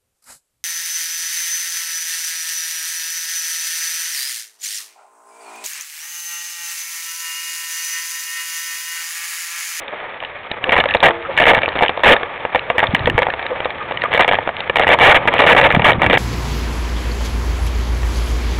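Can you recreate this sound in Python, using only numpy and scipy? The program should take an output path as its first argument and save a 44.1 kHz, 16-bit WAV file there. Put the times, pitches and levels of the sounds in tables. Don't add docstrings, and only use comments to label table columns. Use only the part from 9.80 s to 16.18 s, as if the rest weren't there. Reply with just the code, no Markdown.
import sys
import numpy as np
from scipy import signal
from scipy.fft import rfft, irfft, next_fast_len
from scipy.io import wavfile

SR = 44100
rng = np.random.default_rng(int(sys.argv[2]) if len(sys.argv) > 2 else 0)


def unload_audio(sound):
    columns = np.transpose(np.atleast_2d(sound))
    steps = np.round(np.clip(columns, -1, 1) * 32767)
    wavfile.write(sys.argv[1], SR, steps.astype(np.int16))


N = 281358
TIME = np.arange(N) / SR


def amp(db):
    return 10 ** (np.asarray(db) / 20)


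def unit(x):
    return x / np.sqrt(np.mean(x ** 2) + 1e-20)


def add(mix, start_s, sound):
    part = mix[max(round(start_s * SR), 0):][:len(sound)]
    part += sound[:len(part)]


def colour(x, spectrum):
    hz, db = np.transpose(spectrum)
    size = next_fast_len(len(x) + 4096)
    f = np.fft.rfftfreq(size, 1 / SR)
    gain = amp(np.interp(np.log(f + 1), np.log(hz), db))
    return irfft(rfft(x, size) * gain, size)[:len(x)]


def drift(count, per_s):
    knots = rng.standard_normal(int(count / SR * per_s) + 2)
    return np.interp(np.arange(count) / SR * per_s, np.arange(len(knots)), knots)


def wavering_phase(count, hz, waver, per_s):
    return np.cumsum(hz * (1 + waver * drift(count, per_s))) / SR


def follow(curve):
    return amp(np.interp(TIME, *np.transpose(curve)))


def decay(t, t60_s):
    return np.exp(-np.log(1000) * t / t60_s)


def ring(modes, contact, scatter_db=2.5, detune=0.02347, rise_s=0.000101):
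    hz, db, t60_s = np.transpose(modes)[:, :, None]
    t = np.arange(len(contact)) / SR
    weight, shift, phase = rng.standard_normal((3, len(modes), 1))
    tones = np.sin(2 * np.pi * (hz * (1 + detune * shift) * t + phase))
    notes = amp(db + scatter_db * weight) * decay(t, t60_s) * tones
    response = notes.sum(0) * (1 - np.exp(-t / rise_s))
    sound = signal.fftconvolve(response, contact)[:len(t)]
    return sound / np.sqrt(np.mean(sound[:220] ** 2))


def shake(hits, shake_s=.02):
    keep = np.exp(-1 / (shake_s * SR))
    return np.sqrt(signal.lfilter([1 - keep], [1, -keep], hits ** 2) + 1e-12)


# (time [s], level [dB])
BUFFET_CURVE = [(0, -59.5), (0.7, -51.5), (0.95, -35.5), (1.43, -46), (1.7, -31), (1.95, -42.5),
                (2.55, -49), (3.0, -41.5), (3.32, -23.5), (3.48, -44), (4.5, -39), (4.86, -42.5),
                (5.05, -31.5), (5.6, -32.5), (6.38, -19.5)]
# (frequency [Hz], relative level per Hz [dB])
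RUMBLE_COLOUR = [(12, -34.5), (25, -20.5), (45, -8.5), (75, 2), (120, -0.5), (200, -6.5), (320, -7),
                 (600, -20), (1500, -72)]


def rumble(tremble, level_db=1.5, shaken_db=-33):
    level = np.hypot(amp(level_db) * follow(BUFFET_CURVE), amp(shaken_db) * tremble)
    return unit(colour(rng.standard_normal(N), RUMBLE_COLOUR)) * level


# (time [s], level [dB])
TRAIL_CURVE = [(0, -33.5), (0.27, -31.5), (0.62, -36.5), (0.9, -27), (1.4, -31.5), (1.7, -25.5), (2.0, -27),
               (2.14, -30.5), (2.35, -25), (2.53, -32), (3.2, -27), (3.5, -30), (3.7, -28.5), (3.97, -31.5),
               (4.42, -27.5), (4.85, -32), (5.25, -24.5), (5.42, -27), (5.7, -20.5), (6.0, -25),
               (6.38, -29.5)]
# (frequency [Hz], relative level per Hz [dB])
ROLL_COLOUR = [(150, -17), (300, -11), (420, -5), (520, 1), (720, -2.5), (920, -0.5), (1040, -5.5),
               (1190, -0.5), (1450, -10), (2000, -34), (3000, -60)]
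# (frequency [Hz], relative level per Hz [dB])
GRIT_COLOUR = [(700, -32), (1400, -7.5), (1730, 0.5), (1940, -1.5), (2070, -1), (2270, -1), (2520, -5),
               (2800, -10.5), (3100, -10), (3600, -11.5), (4300, -14), (5000, -60.5)]


def tyres(tremble, roll_db=0.5, grit_db=-14.5, grit_follows=0.5638, shaken_roll_db=-20,
          shaken_grit_db=-27, grains_db=-3, grain_share=0.0078, grain_spread_db=3.5, lumps_db=2.5):
    ground = follow(TRAIL_CURVE)
    lumps = amp(lumps_db * drift(N, 70))

    roll_level = np.hypot(amp(roll_db) * ground, amp(shaken_roll_db) * tremble)
    roll = unit(colour(rng.standard_normal(N), ROLL_COLOUR)) * roll_level

    sizes = amp(grain_spread_db * np.minimum(rng.exponential(1, N), 4)) * rng.choice([-1, 1], N)
    grains = unit(sizes * (rng.random(N) < grain_share))
    crunch = unit(colour(rng.standard_normal(N) + amp(grains_db) * grains, GRIT_COLOUR))
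    grit_level = np.hypot(amp(grit_db) * ground ** grit_follows, amp(shaken_grit_db) * tremble)
    return lumps * (roll + crunch * grit_level)


# (frequency [Hz], level [dB], t60 [s])
SPOKE_MODES = [(342.4, -22.5, 0.78), (469, -19.5, 0.985), (661, -18.5, 0.62), (814, -36, .4),
               (860, -32.5, 0.49), (1147, -32, .45)]


def spokes(landing_s=1.235, waver=0.0109, flutter_db=2.5):
    out, t = np.zeros(N), np.arange(SR) / SR
    for hz, db, t60_s in SPOKE_MODES:
        tone = np.sin(2 * np.pi * wavering_phase(SR, hz, waver, 40))
        level = amp(db + flutter_db * drift(SR, 30))
        add(out, landing_s, level * decay(t, t60_s) * tone)
    return out


# (peak time [s], frequency [Hz], peak level [dB])
MOUNT_THUDS = [(3.094, 90, -14.5), (3.14, 159, -6), (3.213, 100, -18.5), (3.25, 139, -14),
               (3.272, 160, -11), (3.292, 202, -11), (3.328, 110, -19.5), (3.353, 138, -8.5),
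               (5.942, 168.8, -8), (5.973, 158.4, 0.5), (6.002, 121.2, -8), (6.186, 179.3, -11.5),
               (6.305, 160.4, -10.5)]


def thuds(cycles=0.534, waver=0.337):
    out, t = np.zeros(N), np.arange(-2000, 2000) / SR
    for peak_s, hz, db in MOUNT_THUDS:
        turns = wavering_phase(len(t), hz, waver, 238.7)
        swing = np.cos(2 * np.pi * (turns - turns[len(t) // 2]))
        add(out, peak_s + t[0], amp(db) * np.exp(-(t * hz / cycles) ** 2) * swing)
    return out


# (peak time [s], length [s], frequency [Hz], level [dB])
TYRE_BRAKE_RUBS = [(0.134, 0.0284, 590, -29), (0.884, 0.0313, 534, -21), (1.108, 0.039, 1767, -21.5),
                   (1.457, 0.023, 1279, -27.5), (1.496, 0.02, 533.6, -21.5), (2.957, 0.02, 510.6, -20),
                   (3.723, 0.0297, 519, -16), (4.014, 0.021, 1190, -22.5), (4.257, 0.0206, 1200, -17.5)]


def rubs(waver=0.0653, flutter_db=3, scrape=0.597):
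    out, t = np.zeros(N), np.arange(-3000, 3000) / SR
    for peak_s, length_s, hz, db in TYRE_BRAKE_RUBS:
        tone = np.sqrt(2) * np.sin(2 * np.pi * wavering_phase(len(t), hz, waver, 597))
        band = [(hz / 4, -30), (hz / 2, -6), (hz, 0), (hz * 2, -6), (hz * 4, -30)]
        noise = unit(colour(rng.standard_normal(len(t)), band))
        level = amp(db + flutter_db * drift(len(t), 300)) * np.exp(-(2 * t / length_s) ** 2)
        add(out, peak_s + t[0], level * (tone + scrape * noise))
    return out


# (frequency [Hz], level [dB], t60 [s])
FITTING_MODES = [(800, -10, 0.0087), (1828, -7.5, 0.02), (2343, -4, .009), (2832, -0.5, 0.00774),
                 (3768, 0, 0.00645), (4033, -1.5, 0.0047)]


def tick(scatter_db=2, chatter=0.48, chatter_s=0.00075):
    t = np.arange(900) / SR
    contact = chatter * rng.standard_normal(len(t)) * np.exp(-t / chatter_s)
    contact[0] = 1
    return ring(FITTING_MODES, contact, scatter_db)


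# (time [s], level [dB])
CABLE_TICKS = [(0.081, -23), (0.403, -25.5), (0.449, -21), (0.715, -11.5), (0.841, -11), (1.088, -15),
               (1.109, -13), (1.139, -10), (1.169, -14.5), (1.204, -13.5), (1.859, -13.5), (1.889, -11),
               (2.082, -10.5), (2.365, -10), (2.793, -16.5), (3.07, -15), (3.165, -20), (3.193, -18.5),
               (3.258, -10), (3.299, -9.5), (3.502, -14.5), (3.665, -15), (3.847, -17.5), (4.173, -15.5),
               (4.219, -11.5), (4.767, -20), (4.805, -14), (5.582, -12.5), (6.132, -14.5)]


def ticks(count=60, faint_db=-3, spread_db=2):
    out, ground = np.zeros(N), follow(TRAIL_CURVE)
    for start_s, db in CABLE_TICKS:
        add(out, start_s, amp(db) * tick())
    for at, size in zip(rng.integers(0, N, count), rng.standard_normal(count)):
        add(out, at / SR, ground[at] * amp(faint_db + spread_db * size) * tick())
    return out


# (frequency [Hz], level [dB], t60 [s])
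TUBE_BENDING_MODES = [(491.6, -6.5, 0.0339), (564.3, -4, 0.0254), (691.8, 1.5, 0.0148), (799.7, 0, 0.01584),
                      (919.3, 0.5, 0.0166), (1209.8, -2.5, 0.01385), (1445, -8.5, 0.0149)]
# (frequency [Hz], level [dB], t60 [s])
TUBE_WALL_MODES = [(1718.2, -1, 0.01676), (1905.5, -1.5, 0.0192), (2184.6, -6, 0.02324),
                   (2296.8, -3.5, 0.02173), (2770.6, -3.5, 0.01192), (3105.4, -4.5, 0.0079),
                   (3535.6, -2.5, 0.00547), (3907, -1, 0.00452)]


def blow(hardness_db, chatter=0.264, chatter_s=0.00505, chatter_per_s=900,
         rebound_db=-13, rebound_s=0.008012):
    t = np.arange(1600) / SR
    touches = rng.standard_normal(len(t)) * (rng.random(len(t)) < chatter_per_s / SR)
    contact = chatter * touches * np.exp(-t / chatter_s)
    contact[0] = 1
    soft, hard = np.array([1, amp(hardness_db)]) / np.hypot(1, amp(hardness_db))
    sound = soft * ring(TUBE_BENDING_MODES, contact) + hard * ring(TUBE_WALL_MODES, contact)
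    rebound = amp(rebound_db) * soft * ring(TUBE_BENDING_MODES[:3], contact)
    add(sound, rebound_s * (.5 + rng.random()), rebound)
    return sound


# (start [s], length [s], level before trim [dB], slap rate [1/s])
CHAIN_FLURRIES = [(0.908, 0.11, -9.5, 110), (1.228, 0.043, 2.5, 250), (1.271, 0.0442, -13.5, 130),
                  (1.601, 0.04236, -5, 170), (1.666, 0.05085, 0.5, 250), (1.742, 0.0543, -12.5, 90),
                  (1.955, 0.1035, -12.5, 113.5), (2.26, 0.0775, 2.5, 250), (4.318, 0.0603, -12, 100),
                  (4.394, 0.019, 1.5, 250), (4.999, .035, -10.5, 140), (5.101, 0.01783, -4.5, 170),
                  (5.115, 0.0338, -2.5, 250), (5.199, 0.0109, -6.5, 170), (5.21, 0.117, 1.5, 250),
                  (5.345, 0.032, -2.5, 250), (5.475, 0.01415, -3.5, 250), (5.522, .055, -15.5, 200),
                  (5.591, 0.0196, -1.5, 250), (5.612, 0.04863, -13.5, 120), (5.665, 0.07117, -1, 250),
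                  (5.765, 0.03535, -0.5, 250), (5.831, 0.04326, -3.5, 250), (6.044, 0.02775, -1.5, 250),
                  (6.079, 0.0281, -0.5, 250), (6.249, .025, -15, 120), (6.318, .05, -11, 110)]


def flurries(spread_db=2.0, hardness_db=1, hardness_spread_db=5, level_db=-2, uneven=.25):
    out = np.zeros(N)
    for start_s, length_s, db, per_s in CHAIN_FLURRIES:
        count = int(np.clip(round(length_s * per_s), 2, 40))
        slot, size, hardness = rng.standard_normal((3, count))
        slot[0] = 0
        times_s = start_s + length_s * (np.arange(count) + uneven * slot) / count
        gains = amp(db + level_db) * unit(amp(spread_db * size))
        for at_s, gain, hard in zip(times_s, gains, hardness):
            add(out, at_s, gain * blow(hardness_db + hardness_spread_db * hard))
    return out


FRAME_KNOCKS = [(0.426, -20, -5, 1), (0.893, -7, 1, 0), (0.923, -5, 6, 0), (0.931, -6.5, -5.5, 1),
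                (0.966, -5.5, -4.5, 0), (0.979, -9.5, 14.5, 0), (0.986, -5.5, -4, 0), (1.002, -5, 16, 0),
                (1.039, -10, -1.5, 0), (1.057, -7.5, -4.5, 0), (1.148, 3, -3.5, 0), (1.228, -4, -9, 0),
                (1.284, -4.5, -1.5, 0), (1.568, -18.5, 9.5, 0), (1.576, -1.5, 10.5, 1), (1.6, -3.5, 1.5, 0),
                (1.655, -3.5, 4.5, 0), (1.734, -4.5, -6, 0), (1.748, -5, 13, 0), (1.779, -7.5, -3.5, 0),
                (1.819, -15, 7, 0), (1.833, -8, 4.5, 0), (1.88, -11.5, -9.5, 0), (2.009, -8.5, -16, 0),
                (2.023, 0.5, -4.5, 1), (2.062, -12.5, 3, 0), (2.094, -8.5, -1.5, 0), (2.175, -14, -7.5, 0),
                (2.194, -19.5, -11, 1), (2.235, -0.5, -1, 2), (2.432, -14.5, 0.5, 0), (2.651, -10, -6.5, 0),
                (2.748, -3.5, -5, 1), (2.901, -4.5, -2, 0), (2.982, -3.5, 2.5, 2), (3.029, -2, -5, 1),
                (3.148, -1, 6, 0), (3.273, -2.5, -3.5, 0), (3.379, -1.5, -2, 1), (3.42, -7, -0.5, 1),
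                (3.468, -8, -8, 0), (3.486, -12.5, -24.5, 0), (3.538, -14.5, -2, 0), (3.594, -19, 12.5, 0),
                (3.627, -19.5, 5, 0), (3.804, -14.5, -1.5, 0), (3.856, -10.5, -8, 0), (3.905, -19.5, 16, 0),
                (4.111, -15.5, -6.5, 1), (4.238, -8.5, -1, 0), (4.338, -8, 3, 0), (4.347, -6, -2, 0),
                (4.376, -5, 2, 0), (4.422, -8.5, 2.5, 1), (4.446, -6.5, 0, 0), (4.479, -2.5, 0.5, 1),
                (4.513, -6, -2.5, 1), (4.533, -6.5, -2.5, 2), (4.587, -8.5, -9, 0), (4.675, -11.5, -7, 0),
                (4.691, -11.5, -6, 0), (4.897, -5, 0, 0), (4.958, -1.5, -1, 1), (4.985, -10, 0, 0),
                (4.996, 2, -1, 0), (5.035, -8, 0, 1), (5.069, -3, -1.5, 1), (5.09, 2.5, 0.5, 0),
                (5.188, -7, -2, 0), (5.455, -13.5, -10, 0), (5.539, -5.5, -3, 0), (5.619, -0.5, -1, 0),
                (5.639, -1.5, -3.5, 0), (5.749, -2, -3, 0), (5.813, 1.5, -0.5, 0), (5.904, -5, 1.5, 2),
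                (5.948, 0, -2, 0), (5.963, -11.5, -2.5, 0), (5.995, -4, -4.5, 0), (6.02, -10, 4.5, 0),
                (6.119, -5, -2, 0), (6.218, 0, -0.5, 0), (6.232, -4.5, -2.5, 1), (6.263, -4, 5, 0),
                (6.299, -3.5, -1, 1), (6.33, -1, -0.5, 2), (6.373, -2.5, 1, 0)]


def knocks(bounce_s=.0102, bounce_db=-3, bounce_harder_db=5):
    out = np.zeros(N)
    for start_s, db, hardness_db, bounces in FRAME_KNOCKS:
        for k in range(round(bounces) + 1):
            sound = blow(hardness_db + k * bounce_harder_db)
            add(out, start_s + k * bounce_s, amp(db + k * bounce_db) * sound)
    return out


def scene():
    hits = knocks() + flurries()
    tremble = shake(hits)
    small = spokes() + thuds() + rubs() + ticks()
    return (rumble(tremble) + tyres(tremble) + small + hits)[None]


# (frequency [Hz], gain [dB])
TREBLE_ROLL_OFF = [(3400, -1), (3700, -5.5), (4000, -15), (4300, -20.5), (4550, -31.5), (4800, -60.5),
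                   (5200, -100)]


def record(dry, input_limit=0.6937, output_limit=.705, edge_hz=16000):
    narrow = colour(np.clip(dry[0], -input_limit, input_limit), TREBLE_ROLL_OFF)
    clipped = np.clip(narrow, -output_limit, output_limit)
    low_pass = signal.firwin(511, edge_hz, window=("kaiser", 9), fs=SR)
    return signal.oaconvolve(clipped, low_pass, "same")[None]


dry = scene()
out = record(dry)
unload_audio(out)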